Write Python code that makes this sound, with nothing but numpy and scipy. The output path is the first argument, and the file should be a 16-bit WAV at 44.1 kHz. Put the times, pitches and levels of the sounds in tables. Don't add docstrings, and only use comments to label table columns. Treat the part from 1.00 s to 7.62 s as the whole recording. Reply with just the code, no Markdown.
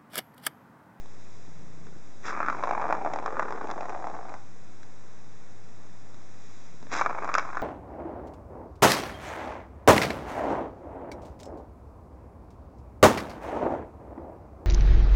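import sys
import numpy as np
from scipy import signal
from scipy.fft import rfft, irfft, next_fast_len
from scipy.io import wavfile
from scipy.ndimage import map_coordinates

SR = 44100
rng = np.random.default_rng(int(sys.argv[2]) if len(sys.argv) > 2 else 0)


def master(y):
    cut = np.clip(np.atleast_2d(y).T, -1, 1)
    pcm = np.round(cut * 32767)
    wavfile.write(sys.argv[1], SR, pcm.astype(np.int16))


N = 291942

# (time [s], rolling level [dB], shell pitch [Hz], tube pitch [Hz])
ROLLS = [
    [(1.235, -55, 1200, 420), (1.28, -40.5, 1210, 424), (1.47, -39.5, 1206, 350), (1.57, -40, 940, 406),
     (1.7, -40.5, 840, 463), (1.85, -39, 877, 487), (2.05, -42, 728, 442), (2.25, -43.5, 890, 478),
     (2.41, -44, 1075, 477), (2.65, -44, 812, 380), (3.08, -44, 730, 510), (3.34, -49, 870, 404),
     (3.44, -69, 870, 336)],
    [(5.95, -44, 1100, 400), (6.08, -42, 920, 487), (6.27, -40.5, 990, 440), (6.34, -42, 1200, 480),
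     (6.42, -46, 1020, 480), (6.62, -40.5, 1180, 420)],
]
# (time [s], half length [s], change [dB])
TUBE_BOOMS = [(1.5, 0.072, 2), (2.45, .33, 7.5), (6.52, 0.062, -9)]
# (frequency [Hz], gain [dB])
SHELL_COLOUR = [(100, -27.5), (330, 1), (410, -12.5), (520, 1), (700, 1.5), (950, -4.5), (1250, -1),
                (1650, 3.5), (1950, 4), (2300, 2.5), (2800, -6), (3600, -11.5), (8000, -22.5)]
# (frequency [Hz], gain [dB])
TUBE_COLOUR = [(60, -13.5), (140, 0.5), (230, 5), (330, 3), (600, 9), (1100, 2.5), (1600, 9), (1950, 2),
               (2300, -10), (2800, 24.5), (4000, 5), (8000, -13)]
UPPER_HZ = 2285
UPPER_DB, UPPER_FADE_DB_PER_S = -9.5, 11
TUBE_DB = -5


def rolling(run, pitch_spread, chatter_db):
    s, _, shell_hz, tube_hz = np.transpose(run)
    bumps_per_s, size_db = 1200, 3
    count = int((s[-1] - s[0]) * bumps_per_s)
    shift, size, detune, side = rng.standard_normal((count, 4)).T
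    times = np.linspace(s[0], s[-1], count) + .5 * shift / bumps_per_s
    load_db = chatter_db * np.tanh(np.interp(times * SR, np.arange(N), wobble(130)))
    bump_db = load_db + size_db * np.clip(size, -2, 2)
    force = (np.sign(side) * amp(bump_db))[:, None]
    spread = np.exp(pitch_spread * detune)

    main = rings(np.interp(times, s, shell_hz) * spread, life=0.0014, attack=0.00024)
    upper_gain = amp(UPPER_DB - UPPER_FADE_DB_PER_S * (times - s[0]))[:, None]
    upper = upper_gain * rings(UPPER_HZ * spread, life=0.0016, attack=0.00023)
    shell = coloured(placed(times, force * (main + upper)), SHELL_COLOUR)

    air = rings(np.interp(times, s, tube_hz) * spread, life=0.0027, attack=.00005)
    tube = coloured(placed(times, force * air), TUBE_COLOUR)

    moving = slice(int(s[0] * SR), int(s[-1] * SR))
    shell = shell / np.std(shell[moving])
    tube = tube / np.std(tube[moving])
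    return level(run) * (shell + amp(TUBE_DB + swells(TUBE_BOOMS)) * tube)


RATTLES_PER_S, RATTLE_DB, RATTLE_SPREAD_DB, RATTLE_EDGE_DB = 55, 18.5, 3, -27.5


def rattles(run):
    s, roll_db = np.transpose(run)[:2]
    count = int((s[-1] - s[0]) * RATTLES_PER_S)
    shift, size, edge = rng.uniform(-1, 1, (count, 3)).T
    times = s[0] + (np.arange(count) + .5 + .5 * shift) / RATTLES_PER_S
    knock_db = np.interp(times, s, roll_db) + RATTLE_DB + RATTLE_SPREAD_DB * size
    return np.c_[times, knock_db, RATTLE_EDGE_DB + 5 * edge]


# (time [s], strength [dB], sharp edge relative to the strength [dB])
KNOCKS = [(1.3743, -18, -42), (1.4033, -10, -31.5), (1.4293, -17, -27), (1.4844, -10, -28),
          (1.4996, -12.5, -22), (1.6266, -17.5, -36), (1.6368, -10.5, -21.5), (1.6465, -19, -28),
          (1.6729, -14, -30), (1.691, -16, -22), (1.7098, -9, -24), (1.7324, -18.5, -42),
          (1.7499, -16.5, -32), (1.7781, -14.5, -41), (1.8268, -17, -40), (1.8413, -13.5, -42),
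          (1.8542, -15, -44), (1.9004, -13.5, -34), (1.9075, -12, -29), (1.9258, -6.5, -25.5),
          (1.9504, -15.5, -28), (2.0483, -17, -24.5), (2.061, -13, -32), (2.0737, -14.5, -31),
          (2.1354, -17.5, -12), (2.1599, -15, -22), (2.1872, -17.5, -22), (2.2606, -13, -19.5),
          (2.2787, -15.5, -39), (2.3687, -15.5, -47), (2.3952, -8, -23.5), (2.4225, -18, -28),
          (2.4274, -16.5, -24), (2.4842, -20.5, -31), (2.5068, -21, -21), (2.524, -17, -24),
          (2.6127, -18, -28), (2.6718, -25.5, -15.5), (2.7015, -18, -22), (2.712, -20, -10.5),
          (2.7783, -20, -27), (2.8078, -19.5, -16.5), (2.8302, -20.5, -27), (2.8556, -21, -26),
          (2.8943, -19.5, -19), (2.9306, -24.5, -36), (2.9485, -18.5, -35), (3.0422, -19, -24),
          (3.0703, -16.5, -27), (3.1509, -25, -22), (3.2932, -31, -11), (3.3403, -23, -19),
          (5.9778, -21, -13), (5.9941, -13.5, -31), (6.0123, -6.5, -25), (6.0175, -10.5, -33),
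          (6.0612, -7.5, -27), (6.0967, -16.5, -25), (6.1094, -19.5, -29), (6.1863, -19, -27),
          (6.2344, -18, -33), (6.245, -16, -19.5), (6.2902, -16, -20.5), (6.297, -17.5, -33),
          (6.3405, -14, -5.5), (6.3516, -6, -16.5), (6.3775, -18, -30), (6.3823, -7, -14),
          (6.3943, -17.5, -13), (6.5706, -13.5, -24)]
# (frequency [Hz], gain [dB])
EDGE_COLOUR = [(1000, -19.5), (2200, 18), (3600, 7.5), (5200, 7), (7000, 0), (8800, -9)]
MID_HZ, KNOCK_HZ, KNOCK_FOLLOW = 1000, 1054, 0.58
KNOCK_UPPER_DB, KNOCK_UPPER_FADE_DB_PER_S = -16.5, 12


def knocks():
    s, db, edge_db = np.vstack([KNOCKS] + [rattles(run) for run in ROLLS]).T
    place_s, _, place_hz, _ = np.vstack(ROLLS).T
    pitch_ratio = np.interp(s, place_s, place_hz) / MID_HZ
    detune = np.exp(0.059 * rng.standard_normal(len(s)))
    hz = KNOCK_HZ * pitch_ratio ** KNOCK_FOLLOW * detune

    starts = np.array([run[0][0] for run in ROLLS])
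    age = s - starts[np.maximum(np.searchsorted(starts, s) - 1, 0)]
    upper_gain = amp(KNOCK_UPPER_DB - KNOCK_UPPER_FADE_DB_PER_S * age)[:, None]
    upper = upper_gain * rings(np.full(len(s), UPPER_HZ), life=0.0012, attack=.0009)
    ring = amp(db - 2.0)[:, None] * (rings(hz, life=0.00091, attack=0.0014) + upper)

    echoes = signal.fftconvolve(ring, bursts(len(s), life=0.0044), axes=1)
    share = np.linalg.norm(ring, axis=1) / np.linalg.norm(echoes, axis=1)
    echoes = echoes * share[:, None]
    body = placed(s, ring) + amp(-5.5) * placed(s + 0.001565, echoes)
    click = placed(s + 0.00019, amp(db + edge_db - 4)[:, None] * bursts(len(s), life=0.0024))
    return coloured(body, SHELL_COLOUR) + coloured(click, EDGE_COLOUR)


# (time of full pressure [s], hold [s], friction level [dB])
SWIPES = [(1.262, 0.016, -32.5), (5.925, .07, -32)]
# (frequency [Hz], gain [dB])
SCRAPE_COLOUR = [(100, -8), (210, 0), (320, 11.5), (450, 3.5), (650, 7.5), (1250, 15), (1700, 11.5),
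                 (2000, 10.5), (2400, 6), (3600, 1.5), (5500, 0.5), (7500, -6), (8800, -10)]
SWIPE_RISE_DB_PER_S, SWIPE_FALL_DB_PER_S = 779, 298.5


def paw():
    slips = amp(3.2 * wobble(600) + 1.1 * wobble(70))
    rubbing = unit(slips * noise(SCRAPE_COLOUR))
    return strokes(SWIPES, SWIPE_RISE_DB_PER_S, SWIPE_FALL_DB_PER_S) * rubbing


# (time [s], strength [dB], dull body relative to the strength [dB], pitch [Hz])
TICKS = [(0.058, -42, 0, 990), (0.868, -47, 13.5, 1490), (3.831, -40, -16, 1630), (5.144, -43.5, -2, 1210),
         (5.827, -40.5, 5.5, 910), (5.868, -43, 10, 1630)]


def ticks():
    s, db, body_db, hz = np.transpose(TICKS)
    ring = placed(s, amp(db)[:, None] * rings(hz, life=.001, attack=.0003))
    edge = placed(s, amp(db - 6.0)[:, None] * bursts(len(s), life=0.0028))
    body = placed(s, amp(db + body_db)[:, None] * bursts(len(s), life=0.005))
    crisp = coloured(edge, [(400, -30), (1600, 1.5), (3500, 10.0), (8000, -5.5)])
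    dull = coloured(body, [(80, -13), (220, 9), (900, 0.0), (2500, -24)])
    return ring + crisp + dull


# (time [s], length [s], level [dB])
PURRS = [(.48, 0.44, -53.5), (1.52, 0.43, -56), (4.52, .45, -62.5), (5.7, 0.69, -58)]
# (frequency [Hz], gain [dB])
THROAT_COLOUR = [(100, -8.5), (300, 7.5), (600, -8.5), (1200, -13), (3000, -32.5)]
PURR_RISE_DB_PER_S, PURR_FALL_DB_PER_S = 200, 68


def purr(pulses_per_s, chest_hz):
    times = np.arange(PURRS[0][0], N / SR, 1 / pulses_per_s)
    t = np.arange(SR // 20) / SR
    hz = chest_hz * np.exp(.035 * rng.standard_normal((len(times), 1)))
    chest = placed(times, np.sin(2 * np.pi * hz * t) * np.exp(-t / .02))
    flap = coloured(placed(times, bursts(len(times), life=0.0046)), THROAT_COLOUR)
    voice = chest + amp(11.0) * flap
    voice = voice / np.std(voice[int(times[0] * SR):int(times[-1] * SR)])
    return strokes(PURRS, PURR_RISE_DB_PER_S, PURR_FALL_DB_PER_S) * voice


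# (frequency [Hz], time to fall 60 dB [s])
ROOM_DECAY = [(150, 0.74), (1000, 0.44), (8000, 0.31)]


def room(x):
    hz, t, z = signal.stft(rng.standard_normal(SR // 2), SR, nperseg=256)
    decay = amp(-60 * t / along(ROOM_DECAY, hz)[:, None])
    tail = signal.istft(z * decay, SR, nperseg=256)[1]
    tail = np.pad(tail / np.linalg.norm(tail), (SR // 200, 0))
    return signal.fftconvolve(x, tail)[:N]


# (frequency [Hz], gain [dB])
AIR_COLOUR = [(25, -27.5), (70, -4.5), (130, 6.5), (170, 7), (300, 3), (500, 0), (1000, -3), (2000, -9),
              (3500, -19.5), (8000, -21.5)]
# (frequency [Hz], gain [dB])
HISS_COLOUR = [(800, -29.5), (1600, -4.5), (2400, 0), (3600, 0.5), (5800, -1.5), (7000, -3), (8000, -6),
               (8500, -12.5)]
# (time [s], half length [s], change [dB])
RUSTLES = [(.35, 0.22, 2), (1.55, 0.29, 3.5), (2.8, 0.35, 1.5), (5.55, 0.25, 4), (6.4, 0.34, 2.5)]
HISS_DB = -60.5


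def background():
    air = amp(-54.5 + 0.2 * wobble(17.0)) * noise(AIR_COLOUR)
    hiss = amp(HISS_DB + swells(RUSTLES)) * noise(HISS_COLOUR)
    return air + hiss


# (frequency [Hz], rms level [dB])
HUM = [(100.1, -60), (7917, -66.5), (8083, -66.5)]


def hum():
    t = np.arange(N) / SR
    tones = 0
    for hz, db in HUM:
        gain = np.sqrt(2) * amp(db + .7 * wobble(5.5))
        tones = tones + gain * np.sin(2 * np.pi * hz * t)
    return tones


def amp(db):
    return 10 ** (np.asarray(db) / 20)


def unit(x):
    return x / np.sqrt(np.mean(x ** 2) + 1e-20)


def along(points, hz):
    f, v = np.transpose(points)
    return np.interp(np.log(hz + 1), np.log(f), v)


def level(rows):
    s, db = np.transpose(rows)[:2]
    return amp(np.interp(np.arange(N) / SR, s, db, left=-150, right=-150))


def swells(rows):
    t = np.arange(N) / SR
    return sum(db * np.exp(-((t - s) / width) ** 2) for s, width, db in rows)


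def strokes(rows, rise, fall):
    t = np.arange(N) / SR
    gain = 0
    for s, hold, db in rows:
        before, after = np.maximum(s - t, 0), np.maximum(t - s - hold, 0)
        gain = gain + amp(db - rise * before - fall * after)
    return gain


def wobble(rate):
    knots = rng.standard_normal(int(N * rate / SR) + 4)
    return map_coordinates(knots, [np.arange(N) * rate / SR])


def coloured(x, points):
    size = 2048
    cepstrum = irfft(np.log(amp(along(points, np.fft.rfftfreq(size, 1 / SR)))))
    cepstrum[1:size // 2] *= 2
    cepstrum[size // 2 + 1:] = 0
    return signal.fftconvolve(x, irfft(np.exp(rfft(cepstrum))))[:N]


def noise(points):
    return unit(coloured(rng.standard_normal(N), points))


def placed(times, sounds):
    starts = np.round(np.abs(times) * SR).astype(int)
    index = starts[:, None] + np.arange(sounds.shape[1])
    return np.bincount(index.ravel(), sounds.ravel(), N)[:N]


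def rings(hz, life, attack):
    t = np.arange(SR // 60) / SR
    swing = -np.sin(2 * np.pi * hz[:, None] * t)
    envelope = np.exp(-t / life) * (1 - np.exp(-t / attack)) ** 0.58
    return swing * envelope / envelope.max()


def bursts(count, life):
    t = np.arange(SR // 20) / SR
    return rng.standard_normal((count, len(t))) * np.exp(-t / life)


def scene():
    ball = knocks() + sum(rolling(run, pitch_spread=0.083, chatter_db=6.5) for run in ROLLS)
    toy = ball + paw() + ticks()
    kitten = purr(pulses_per_s=27, chest_hz=164.0)
    return (toy + amp(-13.0) * room(toy) + kitten + background() + hum())[None]


# (frequency [Hz], gain [dB])
MICROPHONE = [(7000, 0.5), (7700, -2), (8400, -8.5), (8900, -25)]
# (centre [Hz], width [Hz])
NOTCHES = [(3000, 1080), (4400, 1050), (8000, 670)]
TOP_HZ = 9000


def record(dry):
    size = next_fast_len(N + SR // 2)
    hz = np.fft.rfftfreq(size, 1 / SR)
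    response = amp(along(MICROPHONE, hz)) * (hz < TOP_HZ)
    for centre, width in NOTCHES:
        detuning = centre ** 2 - hz ** 2
        response = response * detuning / (detuning + 1j * hz * width)
    offset = -.034
    return irfft(rfft(dry, size) * response, size)[..., :N] + offset


dry = scene()
out = record(dry)
master(out)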